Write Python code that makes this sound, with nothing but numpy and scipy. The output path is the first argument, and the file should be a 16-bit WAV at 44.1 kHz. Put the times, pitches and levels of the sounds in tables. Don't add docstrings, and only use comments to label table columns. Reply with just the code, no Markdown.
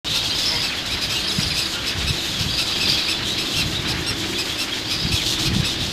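import sys
import numpy as np
from scipy import signal
from scipy.fft import rfft, irfft, next_fast_len
from scipy.io import wavfile

SR = 44100
rng = np.random.default_rng(int(sys.argv[2]) if len(sys.argv) > 2 else 0)


def to_wav(s):
    ch = np.atleast_2d(s).T
    pcm = np.round(np.clip(ch, -1, 1) * 32767)
    wavfile.write(sys.argv[1], SR, pcm.astype(np.int16))


N = 261072
T = np.arange(N) / SR

# (frequency [Hz], level [dB])
AIR_SPECTRUM = [(25, -4), (60, -14), (150, -12.5), (250, 3.5), (380, -3.5), (470, -2.5), (1000, -6),
                (2500, -11), (5000, -4.5), (7000, -18), (10000, -23), (15500, -31)]
# (frequency [Hz], level [dB])
FROND_SPECTRUM = [(3000, -27), (6500, 16.5), (8500, 5.5), (10500, 3), (13000, 4.5), (15500, -15)]
# (time [s], level [dB])
FROND_LEVELS = [(.05, -39.5), (.45, -37.5), (.9, -44.5), (1.5, -34), (1.95, -44), (2.27, -38.5),
                (2.8, -37.5), (3.35, -42), (3.55, -38.5), (3.9, -43.5), (4.85, -41), (5.3, -39),
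                (5.55, -48), (5.92, -54)]
# (time [s], level [dB])
ENGINE_LEVELS = [(.05, -41.5), (.72, -41.5), (1.23, -38.5), (2.1, -37), (2.6, -39.5), (2.8, -33.5),
                 (3.68, -35.5), (4.2, -30.5), (5.05, -38.5), (5.55, -33.5), (5.92, -38)]
# (frequency [Hz], level [dB])
ENGINE_TONES = [(108, -7), (198, -6), (264, -8.5), (307.5, -4.5), (329, -5), (351, -7), (372, -11.5),
                (416, -12.5)]
# (frequency [Hz], level [dB])
WIND_SPECTRUM = [(20, -19), (50, -2), (80, .5), (160, -1.5), (230, -10), (400, -17.5), (1200, -41),
                 (4000, -90)]
# (time [s], level [dB])
BREEZE_LEVELS = [(.05, -36), (1.5, -38.5), (2.9, -37.5), (4.1, -34), (4.6, -41.5), (5.2, -32), (5.92, -34)]
# (time [s], length [s], level [dB])
WIND_PUFFS = [(.48, 0.092, -35), (0.942, .08, -30.5), (1.47, 0.34, -32.5), (2.05, 0.27, -27.5),
              (2.457, .22, -28.5), (2.911, 0.19, -30.5), (3.66, 0.24, -27), (3.96, 0.2, -29),
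              (5.061, 0.34, -28.5), (5.531, 0.28, -23)]
# (time [s], pitch [Hz], level [dB])
EDDY_THUMPS = [(1.39, 159, -5), (1.469, 118, -15), (2.111, 117, -9), (2.413, 119, -8), (3.606, 151, -16),
               (3.798, 111, -14), (4.111, 100, -16), (5.054, 132.8, -9), (5.07, 189, -11.5),
               (5.146, 105, -9), (5.476, 137, -8.5), (5.538, 180, -14), (5.566, 184, -4.5),
               (5.601, 130, -6.5)]
# (time [s], length [s], pulse rate [Hz], resonance [Hz], level [dB])
ADULT_CROAKS = [(0.54, 0.085, 157.2, 975, -29.5), (1.767, 0.095, 171.2, 1390, -32),
                (3.918, 0.11, 140.3, 810, -37.5), (4.641, 0.077, 188, 1400, -41)]
# (time [s], chorus level [dB], chatter level [dB])
COLONY_LEVELS = [(0.06, -25.5, -42), (0.12, -24, -40), (0.24, -21.5, -41), (0.37, -24, -35),
                 (0.76, -28, -32), (1.44, -24, -35), (1.8, -28.5, -34.5), (2.3, -25, -35),
                 (2.76, -22.5, -35), (3.02, -23, -33.5), (3.51, -24, -36.5), (3.91, -28.5, -33),
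                 (4.92, -27.5, -34.5), (5.17, -27, -38), (5.54, -28, -33), (5.9, -25, -37)]
# (frequency [Hz], level [dB])
CHORUS_SPECTRUM = [(1500, -18), (2200, -18), (2600, -9), (3100, -8.5), (3700, -7.5), (4300, -7.5),
                   (5100, -11.5), (5900, -24.5), (8000, -29), (14000, -73)]
# (frequency [Hz], level [dB])
CHATTER_SPECTRUM = [(350, -21), (600, -5), (1000, -3.5), (1600, 3), (2200, 3.5), (3200, 2), (6000, -64)]
# (time [s], length [s], pitch [Hz], rise [octaves], level [dB])
NEIGHBOUR_WHISTLES = [(.725, .05, 2500, -.4, -32), (.79, .03, 3370, -0.024, -30),
                      (.938, .03, 3990, 0.032, -29), (1.175, .06, 2850, -.09, -29.5),
                      (1.302, .035, 3830, -.24, -27.5), (1.522, .045, 2420, -.5, -32),
                      (2.948, .035, 3390, 0, -25), (3.32, .06, 3900, 0.083, -27.5),
                      (3.48, .05, 3640, 0.08, -33), (3.552, .03, 3140, -.06, -27.5),
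                      (3.618, .035, 3900, -0.07, -30), (3.763, .04, 3800, 0.24, -26.5),
                      (3.868, .03, 4000, .13, -32), (4.365, .03, 3420, -.35, -29),
                      (4.73, .03, 3310, 0, -28.5), (5.175, .07, 3380, -.21, -28),
                      (5.21, 0.06, 2310, -0.5, -33.5), (5.37, .08, 3600, -.05, -33),
                      (5.69, .06, 3750, 0.074, -28.5)]
# (time [s], length [s], level [dB])
DRY_RASPS = [(.13, 0.099, -33.5), (0.27, 0.081, -29.5), (0.403, .067, -29.5), (0.455, .05, -30.5),
             (0.874, 0.042, -30.5), (1.737, 0.045, -28.5), (2.01, 0.091, -31.5), (2.15, 0.075, -31.5),
             (2.32, 0.15, -33.5), (2.69, .066, -29.5), (3.304, .093, -32), (3.493, .1, -33),
             (3.73, .06, -36), (4.248, 0.18, -33.5), (4.51, .11, -34.5), (4.765, 0.079, -34),
             (5.174, 0.073, -28), (5.228, 0.036, -31), (5.296, .12, -24.5), (5.42, 0.091, -26.5),
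             (5.569, 0.087, -29.5), (5.71, 0.087, -30), (5.857, 0.14, -31.5)]
# (frequency [Hz], level [dB])
DRY_RASP_SPECTRUM = [(800, -3), (2000, -24), (2700, 3), (3700, 11.5), (5000, 4.5), (5900, 2.5),
                     (7300, -1.5), (8800, -6.5), (10500, -12), (13000, -11.5), (15500, -23)]
# (time [s], syllable rate [1/s], pitch [Hz], level [dB])
TRILL_BOUTS = [
    [(.085, 29, 3840, -31), (.148, 34, 3800, -30), (.218, 19, 4660, -39), (.345, 26, 4900, -31),
     (.39, 41, 5150, -34), (.475, 40, 5260, -25.5), (.53, 36, 5180, -28), (.635, 33, 5000, -31),
     (.703, 32, 4220, -31)],
    [(1.168, 24.5, 4050, -29), (1.205, 26.1, 4340, -35), (1.29, 27.5, 5240, -30), (1.42, 25, 5000, -29.5),
     (1.65, 27, 5040, -30), (1.705, 26.1, 4600, -38)],
    [(2.511, 28.4, 4720, -31.5), (2.585, 27.6, 5060, -27), (2.67, 26.4, 4950, -37),
     (2.735, 25, 4730, -29.5), (2.81, 19, 4850, -38), (2.865, 31, 4860, -26), (2.945, 35, 4813, -28),
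     (3.003, 27, 4500, -35), (3.07, 29, 4970, -28)],
    [(4.88, 31, 5000, -35.5), (5.01, 35, 5010, -30.5), (5.085, 37, 4840, -31.5)],
]
# (pitch jitter [share], arch [octaves], second harmonic [dB])
BOUT_VOICES = [(0.0376, 0.323, -23), (0.025, 0.268, -15), (0.027, 0.183, -23), (0.039, .17, -27)]
# (time [s], length [s], pitch [Hz], rise [octaves], tone level [dB],
# fundamental gain [dB], half-harmonic gain [dB], breath level [dB])
BEGGING_PEEPS = [(0.167, 0.06, 2770, 0, -30, 3, 5, -22.5), (0.648, 0.073, 2664, .06, -30, -1, 0, -29),
                 (0.926, 0.068, 2540, .13, -31, -2, -5, -28), (1.038, 0.068, 2476, 0, -32, -12, -12, -25.5),
                 (1.128, 0.089, 2640, .05, -32, 1, -4, -24.5), (1.425, 0.054, 2800, .21, -31, -3, -12, -29),
                 (1.593, 0.067, 2655, .04, -27, 1, 0, -24.5), (1.886, 0.067, 2586, 0, -32, -5, 0, -24.5),
                 (2.091, 0.057, 2655, .02, -27.5, -1, 3, -28), (2.412, 0.059, 2570, .1, -38, 3, -6, -23),
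                 (2.604, .059, 2677, 0, -28, 4, 5, -25), (2.829, 0.063, 2630, -.16, -26.5, 2.5, -13, -26),
                 (2.912, 0.095, 2490, 0, -33.5, 0, 4, -22.5), (2.991, 0.057, 2560, .03, -30.5, 7, -17, -27),
                 (3.104, 0.066, 2640, .06, -26, -2, -3, -27),
                 (3.402, 0.056, 2610, .11, -29.5, -1, 1, -27.5),
                 (3.589, .086, 2765, -.06, -27, 3, 1, -24.5), (3.899, .055, 2570, .1, -29.5, -6, 2, -24.5),
                 (4.092, .065, 2777, -.17, -27, -8, -3, -32), (4.399, 0.054, 2575, .04, -28, -5, -5, -25),
                 (4.611, 0.08, 2730, .03, -29, 0, 2, -27), (4.927, 0.066, 2516, .08, -29.5, -6, -1, -26),
                 (5.139, 0.059, 2640, -.05, -26.5, 2, 4, -23.5), (5.466, 0.042, 2554, .06, -29, 0, 4, -23),
                 (5.662, 0.047, 2654, .05, -27, 2, 2, -25.5)]
# (frequency [Hz], level [dB])
PEEP_BREATH_SPECTRUM = [(800, -8.5), (2000, -11), (2700, 3), (3800, 6), (5100, 5), (6000, -1.5),
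                        (8000, -10.5), (10500, -16.5), (13000, -12), (15500, -27)]
# (frequency [Hz], gain [dB])
THROAT_RESPONSE = [(1300, -13.5), (2000, 14), (2650, 2.5), (3900, -1), (5000, 2.5), (5600, 1.5),
                   (6500, -31), (7900, -5.5), (10300, -15), (13000, -23), (16000, -28)]


def undb(db):
    return 10 ** (np.asarray(db) / 20)


def unit(x):
    return x / np.sqrt(np.mean(x ** 2) + 1e-18)


def curves(table):
    times, *columns = np.transpose(table)
    return [np.interp(T, times, column) for column in columns]


def response(spectrum, hz):
    knots_hz, db = np.transpose(spectrum)
    return undb(np.interp(np.log(hz + 1e-9), np.log(knots_hz), db))


def noise(spectrum):
    size = next_fast_len(N, True)
    gain = response(spectrum, np.fft.rfftfreq(size, 1 / SR))
    return unit(irfft(rfft(rng.standard_normal(size)) * gain, size)[:N])


def wander(rate, size=N):
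    knots = np.random.default_rng(rng.integers(2 ** 31)).standard_normal(int(size * rate / SR) + 2)
    return 1.143 * np.interp(np.arange(size) * rate / SR, np.arange(len(knots)), knots)


def span(middle, length):
    index = np.arange(max(0, int((middle - length / 2) * SR)), min(N, int((middle + length / 2) * SR)))
    u = np.clip((index / SR - middle) * 2 / length, -1, 1)
    return index, u, np.cos(np.pi * u / 2)


def thicket():
    hiss_db, = curves(FROND_LEVELS)
    hiss = noise(FROND_SPECTRUM)
    air = undb(-33.5 + .29 * wander(5.22)) * noise(AIR_SPECTRUM)
    return air + undb(hiss_db - 1.5 + 3.2 * wander(26.93)) * hiss


def foliage(x, t60):
    t = T[:SR // 2]
    tail = rng.standard_normal(len(t)) * undb(-60 * t / t60) * (t > .004)
    return signal.fftconvolve(x, tail / np.linalg.norm(tail))[:N]


def engine(waver_hz=3.45, fade_db=3.9):
    level_db, = curves(ENGINE_LEVELS)
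    drone = np.zeros(N)
    for hz, db in ENGINE_TONES:
        gain = undb(db + fade_db * wander(9))
        drone += gain * np.sin(2 * np.pi * np.cumsum(hz + waver_hz * wander(18)) / SR)
    return undb(level_db - .5) * drone


def wind(swing_db=2.5, thump_cycles=2.8):
    breeze_db, = curves(BREEZE_LEVELS)
    flow = undb(breeze_db + swing_db * wander(20))
    for time, length, db in WIND_PUFFS:
        index, _, swell = span(time, length)
        flow[index] = np.hypot(flow[index], undb(db) * swell)
    out = flow * noise(WIND_SPECTRUM)
    for time, hz, db in EDDY_THUMPS:
        index, _, swell = span(time, thump_cycles / hz)
        phase = 2 * np.pi * hz * (T[index] - time) + rng.uniform(0, 2 * np.pi)
        out[index] += undb(db - 5) * swell ** 3 * np.sin(phase)
    return out


def syrinx(u, middle_hz, rise, arch, jitter):
    hz = middle_hz * 2 ** (rise * u / 2 - arch * u ** 2) * (1 + jitter * wander(1445, len(u)))
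    return 2 * np.pi * np.cumsum(hz) / SR


def croaks(bandwidth_hz=160):
    out, t = np.zeros(N), T[:SR // 50]
    for time, length, rate_hz, hz, db in ADULT_CROAKS:
        index, u, swell = span(time, length)
        phase = syrinx(u, rate_hz, rise=0, arch=.08, jitter=.127)
        pulses = np.diff(phase // (2 * np.pi), prepend=0)
        modes = np.sin(2 * np.pi * hz * t) + 1.15 * np.sin(2 * np.pi * 2.06 * hz * t)
        throat = np.exp(-np.pi * bandwidth_hz * t) * modes
        out[index] += undb(db) * swell * unit(np.convolve(pulses, throat)[:len(u)])
    return .91 * (out + foliage(out, t60=.29))


def whistles(calls, octave_db=-23):
    out = np.zeros(N)
    for time, length, hz, rise, db in calls:
        index, u, swell = span(time, length)
        jitter = np.interp(hz, [2500, 3300], [.075, .012])
        phase = syrinx(u, hz, rise, arch=.1964, jitter=jitter)
        out[index] += undb(db + 5) * swell * (np.sin(phase) + undb(octave_db) * np.sin(2 * phase))
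    return out


def colony(count=320, spread_db=5):
    chorus_db, chatter_db = curves(COLONY_LEVELS)
    times = np.linspace(.05, T[-1] - .05, count)
    draws = rng.uniform(-1, 1, (count, 5))
    calls = whistles([
        (time + .03 * late, .04 * np.exp(.43 * long), 3650 * np.exp(.13 * high), .213 * rise,
         spread_db * loud)
        for time, (long, high, rise, loud, late) in zip(times, draws)])
    voices = unit(calls + undb(2) * foliage(calls, t60=.2))
    hiss = unit(noise(CHORUS_SPECTRUM) * undb(2.6 * wander(120)))
    chatter = unit(noise(CHATTER_SPECTRUM) * undb(2.4 * wander(60)))
    chorus = undb(-6.5) * voices + undb(-4.5) * hiss
    return undb(chorus_db) * chorus + undb(chatter_db) * chatter


def rasps(calls, spectrum, rattle_db, attack):
    pressure = np.zeros(N)
    crest = 2 * attack - 1
    for time, length, db in calls:
        index, u, _ = span(time + length * .1, length * 1.215)
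        pressure[index] += undb(db) * np.interp(u, [-1, crest, 0, .45, 1], [.00078, .7, .6, .49, 0])
    return pressure * unit(noise(spectrum) * undb(rattle_db * wander(900)))


def syllables(bout, pitch_spread=.0115, spread_db=1.2):
    times, *course = np.transpose(bout)
    time = times[0]
    while True:
        rate, hz, db = (np.interp(time, times, column) for column in course)
        if time > times[-1] + .5 / rate:
            return
        sharp, loud = rng.standard_normal(2)
        yield time, hz * (1 + pitch_spread * sharp), db + spread_db * loud
        time += 1 / rate


def trills(syllable_s=.034, lower_ratio=.8, lower_db=-8, rattle_db=3.5):
    out = np.zeros(N)
    for bout, (jitter, arch, octave_db) in zip(TRILL_BOUTS, BOUT_VOICES):
        for time, hz, db in syllables(bout):
            index, u, swell = span(time, syllable_s)
            upper = syrinx(u, hz, rise=-.076, arch=arch, jitter=jitter)
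            lower = syrinx(u, hz * lower_ratio, rise=-.12, arch=arch, jitter=2 * jitter)
            tone = np.sin(upper) + undb(octave_db) * np.sin(2 * upper) + undb(lower_db) * np.sin(lower)
            rattle = undb(rattle_db * wander(800, len(u)))
            out[index] += undb(db + 3.3) * swell ** .5 * unit(tone * rattle)
    return out


def peeps(flutter_db=3):
    out = np.zeros(N)
    k = np.arange(1, 12)[:, None]
    for time, length, hz, rise, tone_db, fundamental_db, half_db, _ in BEGGING_PEEPS:
        index, u, swell = span(time, length)
        phase = syrinx(u, hz, rise, arch=.2, jitter=.012)
        pitch_hz = np.diff(phase, prepend=0) * SR / (2 * np.pi)
        throat = response(THROAT_RESPONSE, k * pitch_hz / 2)
        membrane = undb(half_db * (k % 2) + fundamental_db * (k == 2))
        flutter = undb(flutter_db * np.array([wander(497, len(u)) for _ in k]))
        lines = throat * membrane * flutter * np.sin(k * phase / 2 + rng.uniform(0, 2 * np.pi, k.shape))
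        out[index] += undb(tone_db + 3.3) * swell * unit(lines.sum(0))
    return out


def scene():
    breaths = [(time, length, breath_db) for time, length, *_, breath_db in BEGGING_PEEPS]
    begging = peeps() + undb(1.5) * rasps(breaths, PEEP_BREATH_SPECTRUM, rattle_db=1.5, attack=.22)
    rasping = undb(5.5) * rasps(DRY_RASPS, DRY_RASP_SPECTRUM, rattle_db=2.5, attack=.23)
    chicks = begging + rasping + trills() + whistles(NEIGHBOUR_WHISTLES)
    foreground = undb(.8) * chicks + undb(-7.5) * foliage(chicks, t60=.15)
    return (foreground + colony() + croaks() + thicket() + engine() + wind())[None]


def record(dry):
    start_s, cutoff_hz = .046, 15150
    lowpass = signal.ellip(10, .2, 80, cutoff_hz, fs=SR, output="sos")
    return signal.sosfilt(lowpass, dry * (T >= start_s))


dry = scene()
out = record(dry)
to_wav(out)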